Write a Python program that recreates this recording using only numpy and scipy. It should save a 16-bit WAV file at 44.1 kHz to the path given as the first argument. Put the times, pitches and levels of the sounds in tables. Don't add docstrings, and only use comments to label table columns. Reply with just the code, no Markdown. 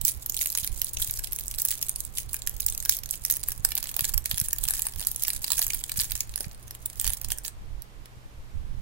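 import sys
import numpy as np
from scipy import signal
from scipy.fft import rfft, irfft
from scipy.io import wavfile
from scipy.ndimage import uniform_filter1d

SR = 44100
rng = np.random.default_rng(int(sys.argv[2]) if len(sys.argv) > 2 else 0)


def generate_wav(sig):
    pcm = np.round(np.clip(np.atleast_2d(sig).T, -1, 1) * 32767).astype(np.int16)
    wavfile.write(sys.argv[1], SR, pcm)


def how_loud(loudness_db):
    steps = np.asarray(loudness_db, float) / 20
    return 10 ** steps


N = 388521
LAG = 4
LEAD = 0.004

# pitch in Hz, level in dB per Hz.
HISS_COLOUR = [(59, -1.5), (100, -15.5), (279, -14), (577, -15.5), (1050, -16), (5320, -27.5),
               (9880, -31.5), (15100, -34.5), (16500, -71)]
# pitch in Hz, likeness from -1 to 1.
HISS_LIKENESS = [(60, 0.38), (130, 1), (290, 0.82), (640, 0.16), (1410, -0.51), (3100, 0.047)]
# pitch in Hz, level in dB.
HUM = [(120.7, -59), (184, -70)]
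# time in seconds, level in dB, left over right in dB.
AIR = [(0.0, -52, -22), (0.47, -44.5, 1), (0.71, -53, -36), (0.96, -47.5, 12), (1.67, -48, -5),
       (2.99, -46, -12.5), (3.26, -56, -15.5), (3.56, -45.5, -17.5), (3.93, -48.5, -3.5), (4.17, -44, -23),
       (4.51, -45, -5), (7.6, -45.5, -9), (7.83, -43.5, -17), (8.1, -50.5, -3), (8.81, -40.5, -11.5)]
# pitch in Hz, level in dB per Hz.
GUST_COLOUR = [(8, -2.5), (25, -0.5), (50, -1.5), (100, -13), (200, -27.5), (400, -42.5), (900, -120)]
# time in seconds, peak in dB, port (0 left, 1 right).
EDDIES = [(1.092, -22.5, 0), (8.173, -25.5, 0), (0.042, -17, 1), (0.631, -20, 1), (1.028, -22.5, 1),
          (3.598, -18.5, 1), (4.023, -16, 1), (4.339, -14, 1), (4.42, -11.5, 1), (4.668, -20, 1),
          (5.987, -13, 1), (6.47, -14, 1),]
# pitch in Hz, level in dB per Hz.
FILM_COLOUR = [(1180, -40), (2000, -24), (5420, -11.5), (5980, -8.5), (11500, -4), (15200, -4.5),
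               (15900, 2.5), (16500, -58)]
# pitch in Hz, width in Hz, level in dB.
BODY_TONES = [(840, 224, 0.5), (1145, 61, 8), (1702, 100, 15.5), (2570, 460, 9)]
# time in seconds, body level under the film in dB, extra level of the hollow hands in dB.
GRIP = [
    (0, -47, 7),
    (1, -29, 1),
    (2, -32, -8),
    (3, -32, -18),
    (3.8, -18, 11),
    (4.4, -23.5, -1.5),
    (4.8, -17, 11),
    (5.6, -26.5, 3.5),
    (6.4, -16, -1),
    (7.5, -21, 13),
]
# time of most pressure in seconds, crackle in dB, seconds to let go.
SQUEEZES = [(0.085, -30.5, 0.039), (0.421, -33, 0.062), (.579, -37.5, 0.096), (.8, -47, 1),
            (1.028, -38, 0.14), (1.4, -49.5, 0.89), (1.716, -41, 0.29), (2.186, -35.5, 0.039),
            (2.345, -44, 0.069), (2.479, -46, 0.12), (2.679, -45.5, 0.16), (2.926, -31.5, 0.035),
            (3.134, -41, 0.051), (3.308, -36.5, 0.089), (3.495, -38.5, 0.041), (3.78, -41.5, 0.16),
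            (4.048, -36, 0.064), (4.36, -39.5, 0.16), (4.76, -39.5, 0.3), (5.034, -39.5, 0.086),
            (5.298, -37, 0.19), (5.616, -35.5, 0.19), (6, -25.5, 0.037), (6.121, -38.5, 0.1),
            (6.41, -40.5, 0.054), (7.073, -38.5, 0.13), (7.318, -36, 0.016), (7.456, -36, 0.032)]

# time in seconds, peak in dB, ring in Hz,
# body level in dB, low film level under the treble in dB.
CREASES = [(0.0507, -6.5, 7500, -48, -22), (0.0805, -9.5, 6700, -42, -14.5), (0.096, -20, 9350, -31, -18),
           (0.2613, -14, 12600, -32, -19), (0.2968, -11, 9400, -38, -16), (0.4195, -10.5, 12700, -44, -18),
           (0.4271, -13, 12600, -25, -25), (0.4474, -31, 10100, -47, -4), (0.4591, -10.5, 9100, -29, -13),
           (0.4719, -13.5, 11300, -51, -21), (0.5514, -10, 6900, -22.5, -8.5),
           (0.5745, -9.5, 7600, -34, -15), (0.5851, -12.5, 9500, -38, -14),
           (0.6454, -13.5, 11400, -27, -12), (0.6752, -12.5, 9250, -32, -8), (0.817, -7, 9100, -43, -13),
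           (0.8451, -12.5, 9150, -46, -30), (0.9996, -21, 11200, -20, -29), (1.0228, -11.5, 14200, -34, -5),
           (1.11, -8.5, 9850, -38, -33), (1.1927, -16.5, 11200, -21, -14), (1.3316, -14, 11100, -45, -20.5),
           (1.5854, -14.5, 13100, -35, -14), (1.5991, -15, 7300, -35, -13),
           (1.619, -7.5, 13000, -50, -42), (1.6511, -9.5, 11000, -30.5, -28), (1.659, -14.5, 11600, -31, -18),
        (1.7074, -12.5, 9400, -35, -12), (1.714, -10, 8500, -34, -15), (1.827, -11.5, 11300, -35, -14),
        (1.8941, -8, 8950, -35, -26), (1.96, -12.5, 10400, -31, -14), (2.0045, -12.5, 9150, -48, -23),
        (2.184, -12, 9650, -29, -9.5), (2.332, -13, 8900, -30, -26), (2.3435, -12, 15100, -16.5, -24),
        (2.4734, -9.5, 10500, -22.5, -15), (2.495, -15.5, 11800, -49, -38), (2.6043, -12, 10600, -37, -21),
        (2.6643, -10, 11600, -43, -55), (2.7774, -15, 12400, -46, -17), (2.8581, -15.5, 10300, -18.5, -13),
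        (2.8944, -2.5, 5800, -41, -12.5), (2.968, -16, 11900, -46, -34), (3.1097, -9.5, 11800, -51, -37),
        (3.2506, -8.5, 9900, -37, -15), (3.3, -8, 12000, -24, -16), (3.3098, -7.5, 13300, -46, -31),
        (3.324, -12.5, 10500, -32, -37), (3.4862, -10.5, 13000, -25, -32), (3.5193, -16, 14100, -21.5, -23),
           (3.6493, -4.5, 8600, -26, -18), (3.753, -10, 13200, -48, -18), (3.7774, -11.5, 10400, -41, -7),
          (3.9654, -10.5, 6100, -21.5, -13.5), (4.008, -10.5, 11900, -42, -13),
          (4.0441, -10.5, 7600, -24, -7), (4.0522, -10.5, 9600, -24.5, -10), (4.1421, -12, 13400, -23, -35),
          (4.1782, -9, 12300, -30, -16), (4.3128, -12, 11200, -18, -6), (4.3755, -16.5, 11300, -19, -11),
          (4.381, -13, 11100, -40, -11), (4.4001, -14, 11100, -38, -31), (4.485, -15, 10200, -27, -36),
          (4.5309, -10.5, 11600, -23, -34), (4.585, -15, 12300, -29.5, -14.5),
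          (4.6384, -12, 8800, -45, -23), (4.653, -16, 9200, -19, -11), (4.6862, -9.5, 9200, -19.5, -12.5),
          (4.7077, -11.5, 10700, -27, -23), (4.794, -14, 11100, -26, -15), (4.82, -8, 11400, -41, -20),
          (5.0702, -6.5, 8550, -33, -24),
           (5.1153, -15.5, 13200, -36, -26), (5.1614, -13, 9500, -47, -19.5), (5.2235, -15, 11600, -31, -12),
        (5.2357, -11.5, 14000, -39, -19), (5.2814, -9.5, 14000, -22.5, -13),
        (5.2926, -16.5, 8000, -22, -25), (5.3032, -8, 11800, -29, -9), (5.5041, -12.5, 7800, -17, -4),
        (5.519, -7.5, 7500, -24, -14), (5.5798, -13.5, 14100, -19, -24), (5.5929, -7, 11000, -24, -23),
        (5.6173, -9.5, 13300, -24, -4.5), (5.667, -11, 12700, -29, -23), (5.744, -13.5, 11000, -28, -19),
        (5.8393, -13.5, 7450, -33, -7.5), (5.9991, -15, 10500, -17, 6), (6.0176, -15, 10100, -21, -4),
        (6.1195, -12, 10600, -21.5, -12), (6.2064, -11, 6750, -38, -6), (6.3589, -10.5, 14600, -28, -18),
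        (6.4069, -11.5, 9900, -23, -12.5), (6.8591, -10.5, 9850, -41, -20), (6.9982, -8.5, 8650, -42, -12),
        (7.0134, -12.5, 14400, -39, -19), (7.0766, -8.5, 6270, -26, -9), (7.1343, -11.5, 9800, -39, -14)]
SETTLE = [
    (7.821, -24.5, 8800, -37, -17),
    (8.0572, -36, 9000, -30, -2),
]
# time in seconds, peak in dB, low film level under the
# treble in dB.
LESSER_CREASES = [(0.0138, -13.5, -19), (0.0686, -14.5, -21), (0.1185, -22, -24), (0.322, -22, -27),
                  (0.3441, -17.5, -11), (0.3485, -20, -20), (0.3668, -19, -13), (0.3737, -18.5, -5),
                  (0.3909, -17, -8), (0.4129, -12.5, -8), (0.5018, -15, -16), (0.5203, -18, -27),
                  (0.5266, -16, -10), (0.6122, -27, -9), (0.6358, -25.5, 5), (0.7949, -22, -20),
                  (0.8686, -23.5, 0), (0.934, -21.5, -26), (0.9477, -31, -13), (0.9702, -20.5, 3),
                  (1.0066, -38, -29), (1.0185, -12.5, -30), (1.0464, -20, -24), (1.0746, -18, -17),
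                  (1.0974, -23, -3), (1.1391, -17.5, -12), (1.174, -21, -7), (1.1886, -22, -19),
                  (1.2386, -22, -14), (1.244, -15, -7), (1.2727, -22.5, -4), (1.3227, -18, -16.5),
                  (1.3616, -16, -26), (1.3877, -16.5, -13.5), (1.3965, -20.5, -19), (1.409, -23, -14),
                  (1.4374, -27, -25), (1.4587, -25, -22), (1.468, -29, -25), (1.4813, -15.5, -30),
                  (1.5122, -19.5, -11), (1.5406, -23.5, -5), (1.5475, -21.5, -19), (1.5592, -26, -37),
                  (1.5919, -21, -22),
                  (1.6026, -19, -17), (1.686, -11.5, -16), (1.7242, -22.5, 2), (1.7538, -22, -18),
              (1.782, -24, -15), (1.792, -29, -5), (1.8143, -18, -16), (1.8662, -20.5, -13),
              (1.885, -17, -13), (2.0508, -20, -20), (2.173, -20, -1.5), (2.293, -27.5, -7),
              (2.366, -22, -12), (2.42, -22, -5), (2.466, -24, -17), (2.5658, -27.5, -14),
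              (2.6003, -24, -4), (2.6196, -23.5, -8), (2.63, -25, -4), (2.6837, -16, -7), (2.687, -16, -12),
              (2.6997, -18, -31), (2.724, -19.5, -12.5), (2.7494, -19, -13), (2.8021, -19.5, -13),
              (2.8256, -23, -16), (2.8514, -16, -8), (2.91, -24, 2), (2.9231, -13, -5.5), (2.938, -19, -9),
              (2.9885, -20.5, -16), (3.035, -18, -7.5), (3.0592, -22, -9), (3.0906, -23, -7),
              (3.1394, -24.5, 2), (3.1564, -24, -16), (3.2546, -26, -28), (3.2617, -18, -13),
              (3.339, -16, -22), (3.3619, -15.5, -11), (3.3683, -15, -30), (3.4317, -21.5, -8),
              (3.4365, -16, -13), (3.505, -25, -14),
                  (3.578, -27, -19), (3.6888, -19, -13), (3.7072, -22, -12), (3.7189, -16.5, -5),
                (3.7683, -24, -2), (3.782, -14.5, -16), (3.828, -13.5, -9), (3.8408, -20, -11),
                (3.857, -30, 6), (3.8714, -20.5, -11), (3.8913, -21, -3), (3.9148, -25, -22),
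                (3.942, -24.5, -4), (3.9928, -11.5, -9), (4.093, -14.5, -16), (4.138, -17.5, -11),
                (4.258, -12.5, -9.5), (4.295, -25, -16), (4.344, -17, -5), (4.394, -21, -9),
                (4.414, -12, -15), (4.4593, -20.5, -21), (4.5038, -28, -32), (4.5084, -19, -7.5),
                (4.5628, -26, -11), (4.634, -20.5, -11), (4.6791, -19, -11), (4.6986, -18, -26),
                (4.7376, -14.5, -19), (4.7672, -30, 5), (4.782, -20.5, -22), (4.824, -18, -18),
                (4.8433, -30, -24), (4.8535, -21, -26), (4.8678, -12, -20), (4.886, -27, -2),
                (4.937, -30, -7), (4.9602, -24, -13), (4.996, -18, -13), (5.0055, -18, -10),
                (5.0136, -20, -10), (5.0264, -23, 1), (5.038, -23, -4), (5.0496, -24, -13),
                  (5.1474, -24.5, -11), (5.2107, -30, -22), (5.25, -20.5, 1), (5.2747, -20, -14),
              (5.3325, -17.5, -19), (5.339, -25, -28), (5.3633, -20.5, -10), (5.4431, -12, -6.5),
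              (5.4651, -26, -4), (5.48, -15, -7), (5.5325, -14, -6), (5.572, -21, -20),
              (5.5837, -14.5, -12), (5.626, -12.5, -10), (5.6803, -17, -25), (5.704, -16.5, -4),
              (5.7338, -16.5, -13), (5.748, -16, -23), (5.8112, -28, -5), (5.8951, -18.5, -7),
              (5.918, -15.5, -9.5), (5.9405, -27, -21), (5.9596, -28, -3), (5.9726, -19, -22),
              (5.9915, -14.5, -4), (6.0345, -19.5, -12), (6.0434, -20, -14), (6.0988, -33, 9),
              (6.109, -19.5, -13), (6.1537, -16, -11), (6.1657, -23.5, -21), (6.2942, -29, -4),
              (6.3393, -26.5, 3), (6.3773, -19.5, -14), (6.444, -29.5, 11), (6.547, -32.5, -6),
              (6.709, -24, -9.5), (6.9002, -23.5, -9.5), (6.9574, -35, -22), (7.0284, -29, -15),
              (7.0444, -16, -13), (7.0533, -19, -6), (7.0669, -14.5, -8), (7.0953, -19, -9),
              (7.1032, -14, -13), (7.1394, -26, -19), (7.1714, -23, -12.5), (7.2153, -20, -18),
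              (7.2463, -17, -8), (7.286, -24, -19), (7.3039, -16, -4.5), (7.3191, -11, -11),
              (7.3847, -18.5, -24), (7.449, -23, 4), (7.4804, -16.5, -10.5)]
STRAY_TICKS = [
    (6.513, -32.5, 2),
    (6.6796, -31, -12),
    (6.75, -28.5, -12),
    (7.376, -28, -20),
]
# pitch in Hz, seconds to fall by 60 dB.
ROOM_DECAY = [(500, 0.33), (8000, 0.17), (15000, 0.1)]


def evened(x):
    return x / np.sqrt(np.mean(x ** 2) + 1e-20)


def read(points, hz):
    table_hz, value = np.transpose(points)
    return np.interp(np.log(hz + 1), np.log(table_hz + 1), value)


def curve(rows):
    s, *columns = np.transpose(rows)
    t = np.arange(N) / SR
    return [np.interp(t, s, column) for column in columns]


def coloured(x, points):
    size = x.shape[-1]
    hz = np.fft.rfftfreq(size, 1 / SR)
    return irfft(rfft(x) * how_loud(read(points, hz)), size)


def slow(rate_hz):
    hz = np.fft.rfftfreq(N, 1 / SR)
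    spectrum = rfft(rng.standard_normal(N))
    return evened(irfft(spectrum / (1 + (hz / rate_hz) ** 4), N))


def background():
    hz = np.fft.rfftfreq(N, 1 / SR)
    left, other = rfft(rng.standard_normal((2, N)))
    same = np.clip(read(HISS_LIKENESS, hz), -1, 1)
    right = same * left + np.sqrt(1 - same ** 2) * other
    hiss = evened(irfft(np.array([left, right]) * how_loud(read(HISS_COLOUR, hz)), N))
    t = np.arange(N) / SR
    hum = np.zeros(N)
    for tone_hz, db in HUM:
        level = how_loud(db + 1.5 * slow(2))
        hum += level * np.sin(2 * np.pi * tone_hz * t + 0.6 * slow(1.5))
    hiss_db = -56 + np.array([[1.5], [3.5]])
    hum_db = np.array([[2.5], [4.5]])
    return hiss * how_loud(hiss_db) + hum * how_loud(hum_db)


def air():
    level_db, pan_db = curve(AIR)
    lumps = how_loud(4.5 * np.array([slow(10), slow(10)]))
    gusts = evened(coloured(rng.standard_normal((2, N)), GUST_COLOUR) * lumps)
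    out = gusts * how_loud(level_db + 4.0 + np.array([pan_db, -pan_db]) / 2)
    u = np.arange(-600, 600) / SR / 0.0026
    push_pull = -u * np.exp(-u ** 2)
    for s, db, port in EDDIES:
        at = round(s * SR)
        out[int(port > 0.5), at - 600:at + 600] += how_loud(db - 3.5) * push_pull
    return out


def causal(gain, size):
    folded = irfft(np.log(gain), size)
    first_half = np.arange(size) < size / 2
    return gain * np.exp(1j * rfft(2 * folded * first_half).imag)


def film_snap(noise, ring_hz, low_db, shiver_db, patchy_db):
    size = noise.shape[1]
    t = np.arange(size) / SR - LEAD
    hz = np.fft.rfftfreq(size, 1 / SR)
    alike = 0.5
    pair = alike * noise[0] + np.sqrt(1 - alike ** 2) * noise[1:3]
    ring = 6.5 * np.exp(-(np.log((hz + 1) / ring_hz) / 0.1) ** 2)
    faces = evened(uniform_filter1d(uniform_filter1d(noise[4, :len(hz)], 24), 24))
    colour = causal(how_loud(read(FILM_COLOUR, hz) + ring) * how_loud(patchy_db * faces), size)
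    spike = np.exp(-(t / np.where(t > 0, 0.00035, 0.00012)) ** 2)
    shiver = how_loud(shiver_db - 60 * np.where(t > 0, t / 0.02, 0.19 - t / 0.016))
    low = 1 / (1 + (hz / 5000) ** 8)
    dull = irfft(rfft(pair * (0.3 * spike + shiver)) * colour * low, size)
    bright = irfft(rfft(pair * (spike + shiver)) * colour * (1 - low), size)
    return bright / np.linalg.norm(bright) + how_loud(low_db) * dull / np.linalg.norm(dull)


def body_knock(noise, hollow_db, patchy_db):
    size = noise.shape[1]
    t = np.arange(size) / SR - LEAD
    hz = np.fft.rfftfreq(size, 1 / SR)
    retune = 1 + 0.05 * noise[4, -5]
    modes = np.zeros(len(hz))
    for (tone_hz, width_hz, db), chance in zip(BODY_TONES, noise[4, -4:]):
        tone_hz = tone_hz * retune
        level = how_loud(db + patchy_db * chance + hollow_db * (tone_hz < 1000))
        modes += level / (1 + ((hz - tone_hz) / width_hz) ** 2)
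    swell = how_loud(-60 * np.where(t > 0, t / 0.022, -t / 0.0054))
    return irfft(rfft(noise[3]) * modes, size) * swell


def burst(noise, ring_hz, body_db, low_db, hollow_db=0, shiver_db=-9, patchy_db=4):
    film = film_snap(noise, ring_hz, low_db, shiver_db, patchy_db)
    knock = body_knock(noise, hollow_db, patchy_db)
    return film / np.linalg.norm(film) + how_loud(body_db) * knock / np.linalg.norm(knock)


def ports(pair, pan_db):
    left = np.roll(pair[0], LAG) * how_loud(pan_db / 2)
    right = pair[1] * how_loud(-pan_db / 2)
    return np.array([left, right])


def pressure_db():
    s, db, let_go_s = np.transpose(SQUEEZES)[:, :, None]
    t = np.arange(0, N + 64, 64) / SR
    press_s = 0.69 * let_go_s
    away = np.where(t > s, (t - s) / let_go_s, (s - t) / press_s)
    level = np.maximum((db - 11 * away).max(0), -60.5)
    return np.interp(np.arange(N) / SR, t, level)


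def crackle():
    level_db = pressure_db()
    body_db, _ = curve(GRIP)
    busy = how_loud(0.3 * (level_db + 38))
    chance = 480 * busy * np.exp(0.8 * slow(40)) / SR
    strength = how_loud(4 * np.minimum(rng.exponential(1, N), 2.6))
    size = strength * (rng.random(N) < chance) / np.sqrt(busy)
    kinds = 24
    kind = rng.integers(0, kinds, N)
    draws = rng.random((kinds, 2))
    film = np.zeros((2, N))
    for k in range(kinds):
        ring_hz = 4500 * 2.96 ** draws[k, 0]
        low_db = -22 + 12 * rng.random()
        grain = burst(rng.standard_normal((5, 768)), ring_hz, -71, low_db, shiver_db=-12)
        grain = ports(grain, -4.5 + 6 * (draws[k, 1] - 0.5))
        train = size * (kind == k)
        film += signal.oaconvolve(train[None], grain, axes=1)[:, :N]
    knock = burst(rng.standard_normal((5, 768)), 9000, 50.0, 0)[0]
    body = evened(signal.oaconvolve(size, knock)[:N]) * how_loud(body_db - 12.0)
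    moving = np.clip((7.508 - np.arange(N) / SR) / 0.037, 0, 1)
    return (evened(film) + ports([body, body], -21.5)) * how_loud(level_db + 5.5) * moving


def snaps():
    ticks = LESSER_CREASES + STRAY_TICKS
    grip_db, hollow_db = curve(GRIP)
    lesser = []
    for (s, db, low_db), chance in zip(ticks, rng.random(len(ticks))):
        ring_hz = 7000 * 1.87 ** chance
        lesser.append((s, db, ring_hz, grip_db[round(s * SR)] - 2.5, low_db))
    rows = CREASES + lesser + SETTLE
    out = np.zeros((2, N + 2048))
    noise = rng.standard_normal((len(rows), 5, 1024))
    places = rng.random(len(rows))
    for (s, db, ring_hz, body_db, low_db), z, place in zip(rows, noise, places):
        at = max(round((s - LEAD) * SR), 0)
        pan_db = -5.5 + 11 * (place - 0.5)
        pair = ports(burst(z, ring_hz, body_db, low_db, hollow_db[at]), pan_db)
        peak = abs(signal.hilbert(pair.mean(0))).max()
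        out[:, at:at + 1024] += how_loud(db + 1.0) * pair / peak
    return out[:, :N]


def room(x):
    taps = np.zeros((6, SR // 2))
    at = np.arange(120, SR // 2 - 20, 20) + rng.integers(0, 20, (6, (SR // 2 - 121) // 20))
    np.put_along_axis(taps, at, rng.choice([-1., 1.], at.shape), 1)
    hz, t, z = signal.stft(taps, SR, nperseg=256)
    fall = how_loud(-60 * t / read(ROOM_DECAY, hz)[:, None])
    tails = signal.istft(z * fall, SR, nperseg=256)[1]
    turn = np.arange(N) // 700 % 3
    out = np.zeros((2, N))
    for k in range(3):
        fed = x.mean(0) * (turn == k)
        out += signal.fftconvolve(fed[None], tails[2 * k:2 * k + 2], axes=1)[:, :N]
    return out / np.linalg.norm(tails[0])


def thump(s=6.4066, db=-27, width_s=0.00049):
    u = (np.arange(N) / SR - s) / width_s
    return how_loud(db) * -u * np.exp(-u ** 2)


def scene():
    surroundings = background() + air()
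    wrapper = crackle() + snaps() + thump()
    return surroundings + wrapper + how_loud(-10.5) * room(wrapper)


def top_cut(x):
    return signal.sosfilt(signal.butter(12, 17010, fs=SR, output="sos"), x)


def record(dry):
    edge = signal.firwin(127, 15950, window=("kaiser", 3), fs=SR)
    flattened = np.clip(dry, -0.8, 0.8)
    mix = signal.oaconvolve(flattened, edge[None], "same", axes=1)
    return top_cut(mix)


dry = scene()
out = record(dry)
generate_wav(out)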